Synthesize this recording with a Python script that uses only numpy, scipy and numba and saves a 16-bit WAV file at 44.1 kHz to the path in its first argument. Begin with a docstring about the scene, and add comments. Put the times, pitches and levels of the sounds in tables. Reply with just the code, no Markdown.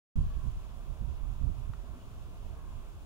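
"""A field of dry grass and reeds, in light wind. Gusts swirl against the two microphone ports,
mostly the right one; the stronger the gust, the louder and brighter the buffeting.
Behind them lie a distant rumble and rush, a few faint animal calls, one bird chirp, a thin even hiss
and a faint camera whine. Quick taps on a small woody body make one click; one soft low bump follows."""
import sys
import numpy as np
from scipy import signal
from scipy.fft import rfft, irfft
from scipy.io import wavfile
from scipy.ndimage import uniform_filter1d
from numba import njit

SR = 44100
rng = np.random.default_rng(int(sys.argv[2]) if len(sys.argv) > 2 else 0)


def store_wav(level_fs):
    """Save 16-bit WAV to argv[1]."""
    pcm = np.round(np.clip(np.atleast_2d(level_fs), -1, 1) * 32767)
    wavfile.write(sys.argv[1], SR, pcm.T.astype(np.int16))


N = 134505
TIME, FREQS = np.arange(N) / SR, np.fft.rfftfreq(N, 1 / SR)


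def undb(db):
    """Turn decibels into a gain."""
    return 10 ** (np.asarray(db) / 20)


def unit(x):
    """Scale a signal to an average (rms) level of 1."""
    return x / np.sqrt(np.mean(x ** 2))


def pan(db):
    """Left and right gains that put the left side db above the right."""
    return undb(np.array([[db], [-db]]) / 2)


def over_time(points):
    """Join (time, value) points with straight lines."""
    times, values = np.array(points).T
    return np.interp(TIME, times, values)


def over_frequency(points):
    """Join (frequency, value) points with straight lines on an octave scale."""
    hz, values = np.array(points).T
    return np.interp(np.log(FREQS + 1), np.log(hz), values)


def noise(spectrum):
    """Noise with the given tone colour, at level 1."""
    white = rfft(rng.standard_normal(N))
    return unit(irfft(white * undb(over_frequency(spectrum)), N))


def wander(rate_hz):
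    """A smooth random wobble: random steps with their edges rounded twice."""
    hold = int(SR / rate_hz)
    steps = np.repeat(rng.standard_normal(N // hold + 1), hold)
    return unit(uniform_filter1d(uniform_filter1d(steps, hold), hold)[:N])


def flicker(x, depth_db, rate_hz):
    """Let each of nine octaves, from 64 Hz up, waver in level on its own."""
    octave = np.clip(np.log2(FREQS / 64 + 1e-9), 0, 8)
    spectrum = rfft(x)
    bands = (irfft(spectrum * np.maximum(1 - abs(octave - k), 0), N) for k in range(9))
    return sum(band * undb(depth_db * wander(rate_hz)) for band in bands)


@njit
def moving_lowpass(x, cutoff_hz, damping):
    """Soften everything above a moving cutoff (a state-variable filter)."""
    low, band_state, low_state = np.empty(len(x)), 0., 0.
    for i in range(len(x)):
        step = np.tan(np.pi * cutoff_hz[i] / SR)
        band = (band_state + step * (x[i] - low_state)) / (1 + step * (step + damping))
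        low[i] = low_state + step * band
        band_state = 2 * band - band_state
        low_state += 2 * step * band
    return low


# How much of a far sound the two ports share: f/Hz, share/0-1
SHARED_SOUND = [(100, 1), (400, 0.71), (1100, 0.63), (1600, 0.9), (2400, 0.42), (3200, 0.08), (8000, 0.03)]

def far_noise(spectrum, left_lag_s=0.00014):
    """Noise from afar: partly alike at the two ports, and a little later on the left."""
    shared, left, right = rfft(rng.standard_normal((3, N)))
    share = over_frequency(SHARED_SOUND)
    delay = np.exp(-2j * np.pi * FREQS * left_lag_s)
    alike = np.sqrt(share) * np.array([shared * delay, shared])
    apart = np.sqrt(1 - share) * np.array([left, right])
    return unit(irfft((alike + apart) * undb(over_frequency(spectrum)), N))


def camera_whine(hz=3456, rms_db=-86):
    """The camera gives off a thin, steady tone."""
    start_cycles = rng.random((2, 1)) / 2
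    return np.sqrt(2) * undb(rms_db) * np.sin(2 * np.pi * (hz * TIME + start_cycles))


# Tone colour of the hiss: f/Hz, relative level/dB
HISS_COLOUR = [(1000, 1), (1900, 0.5), (2600, 8.5), (3500, 5), (4200, 0), (6000, -2), (6900, 1),
               (8000, -5.5), (10300, -3), (11200, -18.5), (13200, -5), (14300, -21.5), (16000, -4)]
# Loudness of the hiss: t/s, level/dB
HISS_LOUDNESS = [(.17, -64.5), (.38, -65), (.8, -66), (1.5, -66.5), (3.03, -66.5)]

def hiss():
    """Grass and microphone make a smooth high hiss, a little stronger at the start."""
    wavering = flicker(far_noise(HISS_COLOUR), depth_db=0.86, rate_hz=16)
    return wavering * undb(over_time(HISS_LOUDNESS)) * pan(0.85)


# Tone colour of the rumble: f/Hz, relative level/dB
RUMBLE_COLOUR = [(10, -18), (25, -2.5), (45, -1), (70, -1.5), (100, -9.5), (135, -11), (190, -19.5),
                 (280, -31.5), (600, -53)]
# Tone colour of the rush: f/Hz, relative level/dB
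RUSH_COLOUR = [(100, -9), (230, 2.5), (300, -0.5), (400, -0.5), (500, -5.5), (680, -1), (830, -7.5),
               (1030, -2.5), (1250, -7), (1550, -13), (1900, -21.5), (4000, -34)]

def distant_air(rumble_db=-46, rush_db=-58.5, drift_db=0.1):
    """A low rumble and the wavering rush of open air come from far across the field."""
    rumble = np.array([noise(RUMBLE_COLOUR), noise(RUMBLE_COLOUR)]) * undb(rumble_db)
    rush = flicker(far_noise(RUSH_COLOUR), depth_db=0.9, rate_hz=10) * pan(-1)
    return rumble + rush * undb(rush_db + drift_db * wander(3.42))


def bird_chirp(peak_s=2.02, width_s=.02, centre_hz=2950, rise_hz_per_s=9000, db=-69):
    """A far bird gives one faint, rising chirp with an unsteady pitch."""
    age = TIME - peak_s
    hz = (centre_hz + rise_hz_per_s * age) * (1 + .04 * wander(300))
    phase = 2 * np.pi * np.cumsum(hz) / SR
    swell = np.exp(-(age / width_s) ** 2 / 2)
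    return undb(db) * swell * np.sin(phase)


# The calls: start t/s, length/s, first f/Hz, last f/Hz, lift in the middle/Hz, level/dB
ANIMAL_CALLS = [(0.171, 0.32, 509.7, 472, 68, -63), (1.03, .13, 468, 519, 1.5, -65.5),
                (2.542, .22, 560.4, 500.6, 8.5, -62.5)]
# The tones in the animal's voice: multiple of the pitch, relative level/dB
VOICE_TONES = [(1, -13), (2, 2.5), (3, -10.5)]

def animal_calls(fade_s=0.021, echo_s=1.0):
    """A far animal gives faint, arching calls, smeared by echoes across the field."""
    direct = np.zeros(N)
    for start, length, first_hz, last_hz, lift_hz, db in ANIMAL_CALLS:
        progress = np.clip((TIME - start) / length, 0, 1)
        hz = first_hz + (last_hz - first_hz) * progress + lift_hz * np.sin(np.pi * progress)
        hz *= 1 + .013 * wander(70)  # a slight shake in the voice
        phase = 2 * np.pi * np.cumsum(hz) / SR
        voice = unit(sum(undb(tone_db) * np.sin(round(k) * phase) for k, tone_db in VOICE_TONES))
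        fade = np.minimum(np.minimum(progress, 1 - progress) * length / fade_s, 1)
        direct += undb(db) * fade * voice
    tail = rng.standard_normal((2, N)) * undb(-60 * TIME / echo_s)
    tail /= np.sqrt(np.sum(tail[0] ** 2))
    echo = signal.fftconvolve(direct[None], tail, axes=1)[:, :N]
    return (direct + echo) / np.sqrt(2)  # equal parts of call and echo


def soft_bump(peak_s=1.968, width_s=0.012, hz=253, db=-49.5):
    """A low tone swells and dies so quickly that it sounds like a hollow bump."""
    age = TIME - peak_s
    swell = np.exp(-(age / width_s) ** 2 / 2)
    return undb(db) * swell * np.sin(2 * np.pi * hz * age)


# The taps that make up the click: t/s, level/dB
TAPS = [(1.7342, -58), (1.7362, -45), (1.7433, -56)]
# The tones the woody body rings with: f/Hz, level/dB relative to the tap, time to fade by 60 dB/s
WOOD_TONES = [(1230, -3.5, 0.029), (1330, -2.5, .03), (1820, -10, 0.024), (2310, -15, 0.017),
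              (2680, -14, .015), (3650, -16, 0.01), (5600, -15, .005)]

def woody_click():
    """Three taps ring a small woody body, so close together that they sound like one click."""
    click = np.zeros(N)
    for start, tap_db in TAPS:
        age = np.maximum(TIME - start, 0)
        for hz, tone_db, ring_s in WOOD_TONES:
            click += undb(tap_db + tone_db - 60 * age / ring_s) * np.sin(2 * np.pi * hz * age)
    return click


# Wind pressure on the left and on the right port: t/s, level/dB before each port's gain
LEFT_GUSTS = [(.17, -29), (.24, -25.5), (.33, -34), (.43, -46.5), (.53, -42), (.575, -29), (.63, -59),
              (3.03, -57)]
RIGHT_GUSTS = [(.16, -24), (.19, -20.5), (.26, -29), (.32, -36), (.37, -26), (.42, -35), (.47, -22.5),
               (.52, -35.5), (.7, -40.5), (.86, -39), (.91, -28.5), (.97, -43.5), (1.02, -27.5),
               (1.11, -31), (1.2, -38), (1.235, -27), (1.265, -32.5), (1.31, -26.5), (1.35, -37),
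               (1.395, -33.5), (1.415, -24), (1.5, -24), (1.55, -37.5), (1.59, -31), (1.67, -35.5),
               (1.7, -28), (1.73, -42.5), (1.78, -36.5), (1.86, -42.5), (1.91, -32), (2.0, -52),
               (2.2, -39.5), (2.28, -40), (2.38, -41.5), (2.52, -34.5), (2.57, -49), (2.67, -38.5),
               (2.79, -34), (2.85, -48.5), (3.03, -51)]
# Tone colour of the swirling air before its treble is softened: f/Hz, relative level/dB
SWIRL_COLOUR = [(8, -22.5), (18, -6), (30, 1), (50, -0.5), (70, -0.5), (100, -5), (125, 0.5), (160, -7),
                (250, -8), (600, -12)]

def wind_buffet(gusts, swirl_hz, reference_db=-26, db_per_octave=14.5, steady_s=0.031):
    """Air swirls at one port. Stronger gusts shed faster swirls, so they sound louder and brighter."""
    gust_db = over_time(gusts)
    cutoff_hz = np.clip(swirl_hz * 2 ** ((gust_db - reference_db) / db_per_octave), 20, 1000)
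    swirls = moving_lowpass(noise(SWIRL_COLOUR), cutoff_hz, damping=1.46)
    swirls = moving_lowpass(swirls, cutoff_hz * 1.56, damping=1.57)
    # Even out the swirls so that the gusts set the loudness.
    span = int(steady_s * SR)
    power = uniform_filter1d(uniform_filter1d(swirls ** 2, span), span)
    return swirls / np.sqrt(power) * undb(gust_db)


def scene():
    """Wind on both ports, over the quiet sounds of the field."""
    left = wind_buffet(LEFT_GUSTS, swirl_hz=72) * undb(-2.5)  # sheltered, so its swirls are slower
    right = wind_buffet(RIGHT_GUSTS, swirl_hz=118) * undb(-0.5)
    background = distant_air() + animal_calls() + bird_chirp() + hiss() + camera_whine()
    return background + soft_bump() + woody_click() + np.array([left, right])


def record(dry, start_s=.1555, fade_s=.004, top_hz=15750):
    """The sound comes in after a short silence, with its highest treble cut off."""
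    fade_in = np.sin(np.pi / 2 * np.clip((TIME - start_s) / fade_s, 0, 1))
    treble_cut = signal.ellip(12, .1, 90, top_hz, fs=SR, output="sos")
    return signal.sosfilt(treble_cut, dry * fade_in)


dry = scene()
out = record(dry)
store_wav(out)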